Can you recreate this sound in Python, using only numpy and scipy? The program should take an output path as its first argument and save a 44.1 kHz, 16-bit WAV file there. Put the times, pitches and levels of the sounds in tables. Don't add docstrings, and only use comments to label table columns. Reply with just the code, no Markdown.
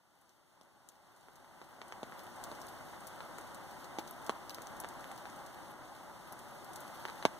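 import sys
import numpy as np
from scipy import signal
from scipy.fft import rfft, irfft, next_fast_len
from scipy.io import wavfile
from scipy.ndimage import uniform_filter1d

SR = 44100
rng = np.random.default_rng(int(sys.argv[2]) if len(sys.argv) > 2 else 0)


def digitize_waveform(pressure):
    field = np.atleast_2d(pressure).T
    bounded = np.clip(field, -1, 1)
    quanta = np.round(bounded * 32767).astype(np.int16)
    wavfile.write(sys.argv[1], SR, quanta)


N = 325899
BURST = 4096
SCATTER_T60_S = .06

# hz, share (0-1)
ROAR_SHARE = [(100, 1), (300, 0.64), (450, 0.44), (850, 0.78), (1300, 0.63), (1700, 0.02), (8000, 0.19)]


def roar(flame_db):
    # hz, relative_db
    roar_colour = [(22, -18), (60, -6.5), (85, -7), (130, -5), (240, -5), (350, -3), (455, -10),
                   (560, -2.5), (690, -3.5), (820, 1), (1050, -3.5), (1520, -7), (1750, -11.5),
                   (2080, -11.5), (2300, -20.5), (3000, -20), (6000, -60)]
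    # time_s, gain_db
    treble_db = [(0, 0.5), (3.0, -0.5), (4.5, -0.5), (5.3, -0.5), (6.0, -2), (6.6, -1.5), (7.1, .5)]
    treble_edge_hz = 1600
    flutter = undb(0.57 * walk(9.9) + 0.58 * walk(70))
    direct, scattered = rng.standard_normal((2, N)) * flutter
    flame = ports(direct, scattered, roar_colour, ROAR_SHARE, stray=0.56, late_s=.00005)
    high_pass = signal.butter(2, treble_edge_hz, "high", fs=SR, output="sos")
    treble = signal.sosfiltfilt(high_pass, flame)
    shaded = flame + (undb(over_time(treble_db)) - 1) * treble
    return level(shaded, 0.24) * undb(flame_db + 0.47)


def pops(echo_s=.0045, echo=0.19, note_t60_s=0.0047, crack_late_s=0.00033):
    # start_s, thump_db, thump_hz, ring (0-1),
    # note_hz (lowest of the wood), crack_db, crack_hz
    pockets = [(0.612, -57.5, 634, 0, 300, -61.5, 5550), (1.2847, -53, 1010, 0.1, 430, -74, 3600),
               (1.445, -60, 900, 0, 380, -68, 3600), (1.6156, -47, 810, 0.24, 350, -59, 3870),
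               (1.8162, -45.5, 980, 0.6, 400, -49.5, 3420), (1.923, -45, 1150, 0.35, 490, -48, 3370),
               (2.031, -37.5, 586, .1, 240, -48.5, 3700), (2.1222, -46.5, 1180, .15, 490, -60, 3200),
               (2.5155, -43, 690, 0.2, 290, -53.5, 4630), (3.2052, -43.5, 1210, 0.4, 520, -53, 3970),
               (3.385, -45, 1200, 0.3, 480, -66, 3800), (3.9858, -32.5, 580, 0.75, 328, -41.5, 3800),
               (4.2947, -27.5, 800, 0.14, 443, -38.5, 4250), (4.584, -44.5, 950, 0, 400, -59, 3600),
               (4.8377, -43, 825, 0.6, 340, -53, 3500), (4.8457, -39, 1110, 0, 480, -51, 3600),
               (5.0425, -53, 1300, 0, 550, -51, 3280), (5.1146, -47, 1300, 0, 550, -55, 3500),
               (5.255, -46, 1260, 0.3, 530, -53.5, 3500), (7.0527, -37.5, 1040, 0.3, 365, -43, 3020),
               (7.0839, -44.5, 1430, .05, 600, -51, 3900), (7.0926, -48, 1150, 0.3, 490, -60, 3900),
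               (7.099, -48, 1150, 0.6, 490, -50.5, 3880), (7.226, -42.5, 1430, 0, 600, -46.5, 3800),
               (7.2525, -19, 696, 0.1, 620, -27.5, 3610)]
    # multiple of thump_hz, relative_db
    thump_colour = [(.02, -73), (.07, -68), (.17, -10.5), (.32, 1), (.8, 3), (1.35, 3), (1.8, -4),
                    (2.6, -10), (4, -33.5), (10, -73)]
    # multiple of crack_hz, relative_db
    crack_colour = [(.03, -42), (.33, -15), (0.621, 3), (.82, -1.5), (1, -0.5), (1.2, -5.5), (1.45, -7),
                    (1.8, -7), (2.3, -13), (3.1, -22.5), (4.2, -22)]
    # hz, share (0-1)
    pop_share = [(200, 1), (700, 0.36), (1400, 0.096), (2200, 0.21), (8000, 0.056)]
    gain_db = .5
    out = np.zeros((2, N))
    t = np.arange(BURST) / SR
    pulse = signal.unit_impulse(BURST)

    def thrown_back(x):
        return np.pad(x, (int(echo_s * SR), 0))[:BURST]

    for start_s, thump_db, thump_hz, ring, note_hz, crack_db, crack_hz in pockets:
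        push = pulse + ring * stick(note_hz)
        push = push + thrown_back(echo * pulse + 0.28 * dying(0.038))
        colour = [(multiple * thump_hz, db) for multiple, db in thump_colour]
        thump = ports(push, dying(0.052), colour, pop_share, stray=0.13, late_s=-0.00011)

        note = np.cos(2 * np.pi * crack_hz * t) * undb(-60 * t / note_t60_s)
        split = 0.8 * pulse + 0.06 * note + 0.6 * splinters(spread_s=0.0064, size=.5)
        split = split + 0.45 * thrown_back(dying(0.05))
        colour = [(multiple * crack_hz, db) for multiple, db in crack_colour]
        crack = ports(split, dying(SCATTER_T60_S), colour, pop_share, stray=0.45)

        add(out, start_s, thump, thump_db + gain_db)
        add(out, start_s + crack_late_s, crack, crack_db + gain_db)
    return out


def stick(note_hz):
    # multiple of note_hz, level_db before that weighting, t60_s
    modes = [(1, -5, 0.045), (2.55, -7.5, 0.023), (4.8, -17.5, 0.05)]
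    t = np.arange(BURST) / SR
    ringing = np.zeros(BURST)
    for multiple, db, t60_s in modes:
        turn = 2 * np.pi * note_hz * multiple
        ringing += np.cos(turn * t) * undb(db - 60 * t / t60_s) * turn / SR
    return ringing


def ticks(snaps, skirt_db=-8, ring_t60_s=0.0051, gain_db=1.6):
    out = np.zeros((2, N))
    t = np.arange(BURST) / SR
    for start_s, db, hz, crumbling in snaps:
        colour = [(hz / 8, -28), (hz / 3, -13), (hz / 1.8, -3), (hz, 0), (hz * 2, skirt_db)]
        ring = np.sin(2 * np.pi * hz * t) * undb(-60 * t / ring_t60_s)
        split = splinters(spread_s=0.011, size=crumbling) + 0.15 * ring
        split = split + 2.9 * crumbling * dying(SCATTER_T60_S)
        tick = ports(split, dying(SCATTER_T60_S), colour, ROAR_SHARE, stray=0.4)
        add(out, start_s, tick, db + gain_db)
    return out


def faint_ticks(hiss_db, count=60):
    ticks_per_s = 3
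    above_hiss_db, spread_db = 1, 2
    centre_hz, spread_octaves = 7000, 0.61
    when, chance, size, pitch, crumbling = rng.random((count, 5)).T
    at = (when * N).astype(int)
    db = hiss_db[at] + above_hiss_db + spread_db * (2 * size - 1)
    hz = centre_hz * 2 ** (spread_octaves * (2 * pitch - 1))
    kept = chance < ticks_per_s * N / SR / count
    return np.column_stack([at / SR, db, hz, crumbling])[kept]


def splinters(spread_s, size, count=3):
    burst = dying(0.0044)
    for wait, share in rng.random((count, 2)):
        k = int(wait * spread_s * SR)
        burst[k:] += size * share * dying(0.0033)[:BURST - k]
    return burst


def hiss(hiss_db):
    # hz, relative_db
    hiss_colour = [(1200, -8), (2300, -3), (3600, 0.5), (4100, -2), (4700, -1), (6400, -3.5), (8200, -3),
                   (10700, -6), (11280, -6.5), (11800, -7.5), (13000, -8.5), (15300, -9.5)]
    direct, scattered = rng.standard_normal((2, N)) * undb(.5 * walk(21.58))
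    rush = ports(reflected(direct), reflected(scattered), hiss_colour, ROAR_SHARE, stray=1.0)
    return level(rush, -0.62) * undb(hiss_db)


def reflected(x):
    # delay_s (before sway), share (0-1)
    reflections = [(.00115, 0), (.0029, .14), (.0045, 0.2)]
    sway_s, sway_per_s = .00002, .8
    n = np.arange(N)
    out = x.copy()
    for delay_s, share in reflections:
        swaying_s = delay_s + sway_s * walk(sway_per_s)
        out += share * np.interp(n - swaying_s * SR, n, x)
    return out


def sizzle(hiss_db, base_rate_per_s=70, spread_db=3.5, t60_s=0.016, flurry_db=5):
    sizes = undb(spread_db * np.minimum(rng.exponential(size=N), 3))
    chance = base_rate_per_s / SR * undb(flurry_db * walk(12))
    spits = (rng.random(N) < chance) * sizes
    envelope = signal.lfilter([1], [1, -undb(-60 / SR / t60_s)], spits)
    direct, scattered = rng.standard_normal((2, N)) * envelope
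    colour = [(1200, -2), (3200, 6.5), (8000, -8), (11500, 4.5), (15000, -1.5)]  # hz, relative_db
    return level(ports(direct, scattered, colour, ROAR_SHARE, stray=0.32), -10.5) * undb(hiss_db)


def ports(direct, scattered, colour, share, stray, late_s=0.):
    # hz, share (0-1)
    cross_feed = [(5400, 1), (6400, .55), (7600, .72), (8900, .82), (10000, .92), (11300, .62),
                  (12500, .42), (14000, .2)]
    # hz, delay_s
    port_lag = [(1200, .0004), (3700, .000403), (8900, .000393), (11200, .000402), (15000, .000399)]
    size = 2 * next_fast_len(len(direct) // 2 + 1)
    hz = bins(size)
    left = rfft(direct, size)
    alike = np.clip(along(share, hz), 0, .9) * np.exp(-2j * np.pi * hz * late_s)
    right = alike * left + stray * rfft(scattered, size)
    feed = along(cross_feed, hz) * np.exp(-2j * np.pi * hz * along(port_lag, hz))
    direct_power = abs(1 - alike * feed) ** 2 + abs(alike - feed) ** 2
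    power = direct_power + stray ** 2 * (1 + abs(feed) ** 2)
    pair = np.array([left - feed * right, right - feed * left]) / np.sqrt(power)
    return irfft(pair * causal(along(colour, hz)))[:, :len(direct)]


def causal(db):
    cepstrum = irfft(np.log(undb(db)))
    half = len(cepstrum) // 2
    cepstrum[1:half] *= 2
    cepstrum[half + 1:] = 0
    return np.exp(rfft(cepstrum))


def dying(t60_s):
    x = rng.standard_normal(BURST) * undb(-60 * np.arange(BURST) / SR / t60_s)
    return x / np.linalg.norm(x)


def walk(rate_per_s):
    k = max(int(SR / rate_per_s), 1)
    held = np.repeat(rng.standard_normal(N // k + 1), k)
    return 1.35 * uniform_filter1d(uniform_filter1d(held, k), k)[:N]


def add(out, start_s, burst, db):
    event_s = .005
    start = max(int(start_s * SR), 0)
    burst = level(burst, db) * np.sqrt(event_s * SR / BURST)
    out[:, start:start + BURST] += burst[:, :N - start]


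def level(x, db):
    return x * undb(db) / np.sqrt(np.mean(x ** 2))


def undb(db):
    return 10 ** (np.asarray(db) / 20)


def bins(size):
    return np.maximum(np.arange(size // 2 + 1) * SR / size, 1)


def along(points, hz):
    at, value = np.transpose(points)
    return np.interp(np.log(hz), np.log(at), value)


def over_time(points):
    return np.interp(np.arange(N) / SR, *np.transpose(points))


def scene():
    # time_s, level_db
    flame_level = [(0.0, -73), (0.12, -70.5), (0.84, -66), (2.158, -52), (2.51, -49.5), (2.86, -50),
                   (4.09, -51), (5.04, -50.5), (5.619, -50.5), (5.72, -52), (6.01, -52), (6.73, -51.5),
                   (7.02, -49.5), (7.39, -51.5)]
    # time_s, relative_db
    steam_level = [(0, -7), (2.0, -9.5), (3.8, -9.5), (5.2, -9.5), (5.9, -10), (6.5, -9.5), (6.9, -8)]
    # start_s, level_db (before the gain in ticks), centre_hz, crumbling (0-1)
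    curl_snaps = [(0.213, -69, 11000, .3), (0.2933, -66, 6000, 0.7), (0.8884, -52, 7000, 0.27),
                  (1.3565, -61, 6500, 0.9), (1.882, -59, 8600, .6), (2.1935, -53.5, 4850, 0.5),
                  (2.2345, -60, 11700, 0.8), (2.2675, -57, 3620, 0.2), (2.4391, -44.5, 7100, 0.4),
                  (2.446, -57, 4400, .8), (2.6162, -51, 5450, .4), (2.6684, -55, 9050, 0),
                  (2.683, -54.5, 5000, 0.8), (3.0698, -47, 9400, 0.6), (3.3829, -50, 9800, 0.4),
                  (3.4115, -57, 8500, .5), (3.5458, -51, 8100, 0.4), (3.843, -53, 5030, 0.7),
                  (3.9898, -45.5, 4730, 1.), (4.0762, -51.5, 6100, 0.8), (4.1106, -47, 12100, 0.1),
                  (4.2639, -48.5, 6170, 0.8), (4.4955, -44, 4830, 0.3), (4.5055, -48, 3960, 0.6),
                  (4.5457, -44.5, 4940, 0.2), (4.6195, -50.5, 6800, 0.4), (4.6704, -51, 5940, 0.1),
                  (4.7662, -56, 6550, 0.6), (4.8013, -41.5, 11000, 0.25), (4.8878, -50.5, 7300, 0.4),
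                  (5.116, -55, 8800, .4), (5.177, -53.5, 5200, .8), (5.3902, -61, 6800, .4),
                  (5.4631, -55, 7250, .6), (6.3243, -50, 11100, 0.3), (6.3912, -55, 8440, 0.3),
                  (6.6455, -56, 8600, 0.2), (6.7337, -53, 8900, 0.7), (6.7578, -46.5, 8450, 1),
                  (6.8051, -51, 12000, .4), (7.077, -56, 3900, 0.1), (7.1788, -58, 4000, .8),
                  (7.194, -62, 5960, .5)]
    nozzle_db = -77
    flame_db = over_time(flame_level)
    steam_db = flame_db + over_time(steam_level)
    hiss_db = 20 * np.log10(np.hypot(undb(nozzle_db), undb(steam_db)))
    burning = roar(flame_db) + hiss(hiss_db) + sizzle(hiss_db)
    return burning + pops() + ticks(curl_snaps) + ticks(faint_ticks(hiss_db))


def record(dry):
    # hz, lead_db
    balance = [(120, 3.5), (380, 2.5), (700, -1), (1300, 0.5), (1800, -.5), (2500, 0), (3000, 2), (3700, 0),
               (5000, 1.5), (6400, 1.8), (10000, .9), (13000, 1)]
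    top_hz = 15500
    size = next_fast_len(N + BURST, True)
    size += size % 2
    lead_db = along(balance, bins(size))
    gains = undb(np.array([lead_db, -lead_db]) / 2)
    wet = irfft(rfft(dry, size) * gains)[:, :N]
    low_pass = signal.ellip(10, .2, 70, top_hz, fs=SR, output="sos")
    return signal.sosfilt(low_pass, wet)


dry = scene()
out = record(dry)
digitize_waveform(out)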